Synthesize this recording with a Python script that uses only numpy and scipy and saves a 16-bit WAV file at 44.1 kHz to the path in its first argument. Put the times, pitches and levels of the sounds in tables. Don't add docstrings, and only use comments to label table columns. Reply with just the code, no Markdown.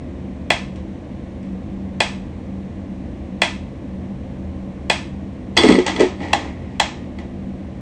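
import sys
import numpy as np
from scipy import signal
from scipy.fft import rfft, irfft, next_fast_len
from scipy.io import wavfile
from scipy.ndimage import uniform_filter1d

SR = 44100
rng = np.random.default_rng(int(sys.argv[2]) if len(sys.argv) > 2 else 0)


def field_ratio(decibels):
    return 10 ** (np.asarray(decibels, dtype=float) / 20)


def to_wav(s):
    ch = np.atleast_2d(s).T
    pcm = np.round(np.clip(ch, -1, 1) * 32767)
    wavfile.write(sys.argv[1], SR, pcm.astype(np.int16))


N = 344416

# start_s, peak_db, hardness_db_per_octave
TURNED_BEATS = [
    (6.3309, -1.5, -1.1),
    (6.7980, -0.84, 1.8),
]
# start_s, peak_db, favoured_hz, crack_db
KNOCKS = [(0.7592, -47.5, 1900, 16.5), (1.4294, -50, 1710, 10), (5.5674, -9, 2320, 7),
          (5.5714, 1, 2144, -2.5), (5.5757, 3, 3420, -9), (5.6346, 0.5, 1860, -4),
          (5.687, -6.5, 1930, -0.5), (5.7214, -8, 2260, -4), (5.7538, -9.5, 2020, -7),
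          (5.7877, -14, 2130, 2), (5.8641, -15.5, 2460, 11.5), (5.8794, -6.5, 1670, -4),
          (5.9623, -9, 2720, -7.5), (5.9968, -12, 2320, -0.5), (6.0054, -8.5, 2060, 1.5),
          (6.2038, -22.5, 1680, -40.5), (6.2347, -26, 1940, -30), (6.2831, -22.5, 1873, -11),
          (7.1866, -23, 1830, -7.5)]


def rms_one(x):
    return x / np.sqrt(np.mean(x ** 2) + 1e-20)


def at_hz(points, hz):
    point_hz, values = np.array(points).T
    return np.interp(np.log(hz), np.log(point_hz), values)


def coloured(x, spectrum):
    size = next_fast_len(len(x))
    hz = np.maximum(np.fft.rfftfreq(size, 1 / SR), 1)
    return irfft(rfft(x, size) * field_ratio(at_hz(spectrum, hz)), size)[:len(x)]


def clicks(seconds, gains):
    out = np.zeros(N)
    np.add.at(out, np.round(np.asarray(seconds) * SR).astype(int), gains)
    return out


def ring(x, hz, t60):
    radius = field_ratio(-60 / (t60 * SR))
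    turn = 2 * np.pi * hz / SR
    return signal.lfilter([0, np.sin(turn)], [1, -2 * radius * np.cos(turn), radius ** 2], x + 1e-18)


def grains(per_s, spread_db):
    sizes = field_ratio(spread_db * np.minimum(rng.exponential(1, N), 4)) * rng.choice([-1, 1], N)
    return rms_one(sizes * (rng.random(N) < per_s / SR))


def strokes(rows, rise_db_per_s, fall_db_per_s):
    t = np.arange(N) / SR
    levels_db = []
    for start_s, db, hold_s in rows:
        rise_db = rise_db_per_s * np.maximum(start_s - t, 0)
        fall_db = fall_db_per_s * np.maximum(t - start_s - hold_s, 0)
        levels_db.append(db - rise_db - fall_db)
    return field_ratio(np.max(levels_db, axis=0))


def air_system():
    # pitch_hz, level_db_per_hz
    rush_colour = [(15, -49.5), (25, -26), (81, 0), (109, -12.5), (140, -8), (160, -21), (176, -6.5),
                   (192, 0), (217, -7.5), (340, -9.5), (383, -21), (525, -16), (900, -30), (1170, -60),
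                   (1980, -120)]
    # pitch_hz, level_db_per_hz
    hiss_colour = [(470, -20.5), (800, -6.5), (965, -5), (1050, -1), (1310, -11.5), (1980, -7.5),
                   (2830, -13.5), (4120, -19), (4870, -25), (5700, -23.5), (8920, -30.5), (9700, -27.5),
                   (12600, -75), (21300, -120)]
    # pitch_hz, width_hz, rms_db
    ducts = [(74.6, 53, -38), (134.9, 8.7, -41), (191.3, 2.94, -35), (249.7, 30, -40.5)]
    size = next_fast_len(N)
    hz = np.fft.rfftfreq(size, 1 / SR)
    out = field_ratio(-29.5) * rms_one(coloured(rng.standard_normal(N), rush_colour))
    out += field_ratio(-49.5) * rms_one(coloured(rng.standard_normal(N), hiss_colour))
    for centre_hz, width_hz, db in ducts:
        peak = 1 / (1 + ((hz - centre_hz) / (width_hz / 2)) ** 2)
        hum = irfft(rfft(rng.standard_normal(size)) * peak, size)[:N]
        out += field_ratio(db) * rms_one(hum)
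    return out * field_ratio(-1.5)


def beats(hz):
    # start_s, peak_db, hardness_db_per_octave
    ticks = [
        (0.5027, -1, 0.3),
        (0.5155, -23, 4),
        (3.4172, -1.5, 1.66),
        (3.4318, -13.5, 1.8),
    ]
    # start_s, peak_db, hardness_db_per_octave
    tocks = [
        (2.003, 0.33, 0.12),
        (4.898, 0.62, 0.21),
    ]
    pallet_delay_s = 0.0016
    trains = []
    for swings in (ticks, tocks, TURNED_BEATS):
        start_s, db, hardness_db = np.transpose(swings)
        trains.append(clicks(start_s + pallet_delay_s, field_ratio(db + hardness_db * np.log2(hz / 2000))))
    return trains


def snap(blows, t60):
    # pitch_hz, level_db_per_hz
    snap_colour = [(300, -10.5), (700, 2), (1400, -20), (2500, -1), (3500, -14), (5000, -12.5),
                   (8000, -14.5), (10000, -49), (14000, -41.5)]
    t = np.arange(round(min(t60, 0.02) * SR)) / SR
    burst = rms_one(coloured(rng.standard_normal(len(t)), snap_colour)) * field_ratio(-60 * t / t60)
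    return signal.oaconvolve(blows, burst)[:N]


def contact_snaps():
    out = sum(field_ratio(db) * snap(x, t60=0.038) for db, x in zip((-22, -20, -17), beats(5000)))
    teeth = sum(beats(3000))
    for lead_s, db, t60 in ((0.0023, -26.5, 0.12), (0.0004, -25, 0.002)):
        out += field_ratio(db) * snap(np.roll(teeth, -round(lead_s * SR)), t60)
    for start_s, peak_db, _, crack_db in KNOCKS:
        out += snap(clicks([start_s], field_ratio(peak_db + crack_db - 9.5)), t60=0.027)
    return out


def pallet():
    # pitch_hz, t60_s, tick_db, tock_db, turned_db
    pallet_modes = [(2346, 0.0082, -2, -10, -16.5), (4440, 0.0069, -10, -10.5, -16.5),
                    (7870, 0.0075, -11, -9.5, -22)]
    out = np.zeros(N)
    for hz, t60, *levels_db in pallet_modes:
        out += ring(sum(field_ratio(db) * x for db, x in zip(levels_db, beats(hz))), hz, t60)
    return out


def case_modes():
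    case_hz = [340, 665, 812, 925, 1080, 1280, 1765, 1978, 2170, 2472, 2605, 2810, 3298, 3440, 4070, 4545,
               4748, 5350, 7100, 7900, 8380]
    # t60_s, tick_db, tock_db, turned_db, rattle_db
    case_answers = [(0.21, -22.5, -27.5, -24, -7), (0.025, -0.5, -3.5, -6, -8),
                    (0.053, -12, -13, -2.5, -7.5), (0.048, -35, -18.5, -16.5, -22),
                    (0.024, -9, -12.5, -6, -8), (0.083, -23, -41.5, -31.5, -14),
                    (0.045, -9.5, -13.5, -11.5, -19), (0.071, -9.5, -15, -13.5, -10),
                    (0.035, -11, -12, -14.5, -8), (0.11, -13.5, -12.5, -26, -22),
                    (0.079, -8, -9.5, -18, -20), (0.031, -11, -12.5, -17, -26), (0.019, -3.5, -5.5, -6, -6),
                    (0.077, -17, -17, -25.5, -16.5), (0.054, -16.5, -16, -14, -15),
                    (.03, -15.5, -29, -39, -8.5), (0.045, -24.5, -18.5, -31.5, -20),
                    (0.023, -22.5, -21, -22.5, -17), (0.0059, -23.5, -25, -11, -27),
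                    (0.014, -16.5, -18, -14.5, -17), (0.019, -28.5, -32.5, -33, -14)]
    # start_s, level_db, hold_s
    jolts = [
        (5.575, -11, 0.013),
        (5.6, -15.5, .13),
        (5.865, -20.5, .004),
        (6.005, -23, 0.0033),
        (6.16, -49, 0.14),
    ]
    panel_delay_s = 0.0018
    rattle = grains(1700, spread_db=4.5) * strokes(jolts, rise_db_per_s=1797, fall_db_per_s=250) * field_ratio(-25)
    knock_s, knock_db, knock_hz, _ = np.transpose(KNOCKS)
    spread = rng.standard_normal((len(KNOCKS), len(case_answers)))
    out = np.zeros(N)
    for k, (hz, (t60, *levels_db)) in enumerate(zip(case_hz, case_answers)):
        near_db = -9.0 * np.abs(np.log2(hz / knock_hz))
        knocks = clicks(knock_s, field_ratio(knock_db + near_db + 2 * spread[:, k]))
        sources = beats(hz) + [rattle + knocks]
        blows = sum(field_ratio(db) * x for db, x in zip(levels_db, sources))
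        late = round(panel_delay_s * SR) * (hz < 1000)
        out += (-1) ** k * ring(field_ratio(-2.5) * np.roll(blows, late), hz, t60)
    return out


def metronome():
    return contact_snaps() + pallet() + case_modes()


def bare_blows():
    knock_s, knock_db, _, crack_db = np.transpose(KNOCKS)
    return sum(beats(5000)) + clicks(knock_s, field_ratio(knock_db + crack_db + 3.0))


def swat():
    # pitch_hz, level_db, t60_s
    rod_modes = [(3317, -4, 0.11), (3416, -3.5, 0.09), (4020, -7.5, .04), (4700, -3.5, 0.056),
                 (2100, -12.5, .04)]
    swat_s, swat_db = 5.5757, -6.5
    slap_gap_s, slap_loss_db, unevenness = 0.0095, 7.5, 0.146
    slap = np.arange(4)
    uneven = unevenness * rng.uniform(-0.76, 1, len(slap)) * (slap > 0)
    slap_s = swat_s + slap_gap_s * (slap + uneven)
    spread = rng.standard_normal((len(slap), len(rod_modes)))
    out = np.zeros(N)
    for k, (hz, mode_db, t60) in enumerate(rod_modes):
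        slap_db = swat_db + mode_db - slap_loss_db * slap + 2 * spread[:, k]
        out += ring(clicks(slap_s, field_ratio(slap_db)), hz, t60)
    return out


def table_top():
    # start_s, peak_db, favoured_hz
    landings = [(5.585, -8.5, 356), (5.635, 5, 450), (5.659, 2.5, 211), (5.688, 7.5, 254), (5.704, 2, 290),
                (5.72, -1, 255), (5.74, -3, 250), (5.756, -3, 350), (5.778, 0.5, 346), (5.95, -14, 258),
                (5.981, -12.5, 221.7), (6.002, 2, 383), (6.026, -2, 500), (6.048, -11, 300)]
    # pitch_hz, level_db, t60_s
    board_modes = [(205, -5, 0.087), (245.6, -1, 0.047), (330, 1.5, 0.026), (367.3, -5.5, 0.089),
                   (427, -3, 0.04), (466.6, -2, 0.03), (555, -9, 0.037), (840, -13, 0.036),
                   (875, -21, 0.14)]
    judder_s, judder_loss_db, unevenness = 0.012, 8.5, 0.25
    touch = np.arange(4)
    uneven = unevenness * rng.uniform(-0.91, 1, (len(landings), len(touch))) * (touch > 0)
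    start_s, peak_db, blow_hz = np.transpose(landings)[:, :, None]
    touch_s = (start_s + judder_s * (touch + uneven)).ravel()
    touch_db = (peak_db - judder_loss_db * touch).ravel()
    touch_hz = np.repeat(blow_hz.ravel(), len(touch))
    spread = rng.standard_normal((len(touch_s), len(board_modes)))
    out = np.zeros(N)
    for k, (hz, mode_db, t60) in enumerate(board_modes):
        near_db = -8.0 * np.abs(np.log2(hz / touch_hz))
        gains = field_ratio(touch_db + mode_db + near_db + 2 * spread[:, k])
        out += (-1) ** k * ring(clicks(touch_s, gains), hz, t60)
    out = signal.sosfilt(signal.butter(4, 165, "high", fs=SR, output="sos"), out)
    return field_ratio(-0.5) * signal.sosfilt(signal.butter(2, 700, fs=SR, output="sos"), out)


def paws():
    # start_s, rms_db, hold_s
    rustles = [
        (5.59, -28.5, 0.064),
        (5.68, -20, 0.04),
        (5.87, -24, 0.0038),
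        (6.0, -19, 0.011),
        (6.22, -27, 0.031),
        (6.3, -32, 0.17),
        (6.55, -45.5, .5),
        (7.19, -40.5, 0.016),
    ]
    # pitch_hz, level_db_per_hz
    rustle_colour = [(180, -16), (300, 9), (406, -6), (837, -5), (1490, -24), (1910, -9), (3350, -23.5),
                     (7870, -37), (9500, -50.5), (12400, -91), (20900, -120)]
    fur = rms_one(coloured(grains(6000, spread_db=3.0), rustle_colour))
    return fur * strokes(rustles, rise_db_per_s=503.5, fall_db_per_s=167)


def side_panel():
    # pitch_hz, t60_s, left_swing_db, right_swing_db
    panel_modes = [(1860, .02, -17, -20.5), (2720, .025, -8.5, -19), (3160, .02, -18, -14),
                   (3290, .03, -17, -16.5), (3930, 0.03, -17, -20), (5620, .015, -17, -25),
                   (7000, .015, -33.5, -17), (8600, .02, -28.5, -22)]
    lead_s, seats_s, seats_db = 0.00022, 0.0026, 0.5
    touch_s = np.transpose(TURNED_BEATS)[0] + lead_s
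    out = np.zeros(N)
    for hz, t60, *levels_db in panel_modes:
        touches = clicks(touch_s, field_ratio(levels_db) / 2)
        seats = clicks(touch_s + seats_s, field_ratio(levels_db) * field_ratio(seats_db))
        out += ring(touches + seats, hz, t60)
    return out


def room(x, blows):
    # delay_s, level_db
    reflections = [(.0021, -15), (.0058, -28.5), (0.0113, -15.5), (0.0162, -18), (.031, -16.5)]
    # pitch_hz, t60_s
    tail_t60 = [(200, 0.23), (700, 0.31), (1500, 0.39), (3000, 0.36), (6000, 0.36), (9000, 0.32)]
    # pitch_hz, level_db
    tail_colour = [(200, -37), (700, -31), (1500, -29), (3000, -30), (6000, -28.5), (9000, -28.5)]
    # pitch_hz, level_db_per_hz
    all_round_colour = [(250, -25), (600, 3), (950, 1), (1400, -9), (1900, -2.5), (2600, -4), (3400, -6),
                        (3800, -7), (4700, -15.5), (6000, -13), (8000, -23), (9800, -26.5), (14000, -40.5)]
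    t = np.arange(SR // 2) / SR
    tail = np.zeros((2, len(t)))
    white = rng.standard_normal((2, 2, len(t)))
    edges = 140 * 2 ** np.arange(0, 6.6, 0.5)
    for k, (low, high) in enumerate(zip(edges, edges[1:])):
        hz = np.sqrt(low * high)
        band = signal.sosfilt(signal.butter(2, [low, high], "band", fs=SR, output="sos"), white[k % 2])
        tail += band * field_ratio(at_hz(tail_colour, hz) - 60 * t / at_hz(tail_t60, hz))
    tail *= 1 - np.exp(-(t / 0.0035) ** 2)
    early = np.zeros(len(t))
    early[0] = 1
    for delay_s, db in reflections:
        early[round(delay_s * SR)] = field_ratio(db)
    all_round = [field_ratio(-8) * x, field_ratio(20.0) * coloured(blows, all_round_colour)]
    reverberation = signal.oaconvolve(all_round, tail, axes=1).sum(0)[:N]
    return signal.oaconvolve(x, early)[:N] + reverberation


def scene():
    in_room = room(metronome() + table_top() + paws(), bare_blows())
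    return (in_room + air_system() + swat() + side_panel())[None]


def top_cut(x):
    return signal.sosfilt(signal.butter(12, 9850, fs=SR, output="sos"), x)


def low_pass(x, hz):
    return signal.sosfiltfilt(signal.cheby2(10, 30, hz, fs=SR, output="sos"), x)


def record(dry):
    # from_s, to_s
    narrowed = [
        (5.72, 5.95),
        (6.03, 6.15),
        (6.8, 6.99),
    ]
    wide, narrow = low_pass(dry, 10140), low_pass(dry, 9340)
    t = np.arange(N) / SR
    inside = sum((t > from_s) * (t < to_s) * 1.0 for from_s, to_s in narrowed)
    dulled = uniform_filter1d(inside, size=400)
    return top_cut(np.clip(wide + dulled * (narrow - wide), -1, 1))


dry = scene()
out = record(dry)
to_wav(out)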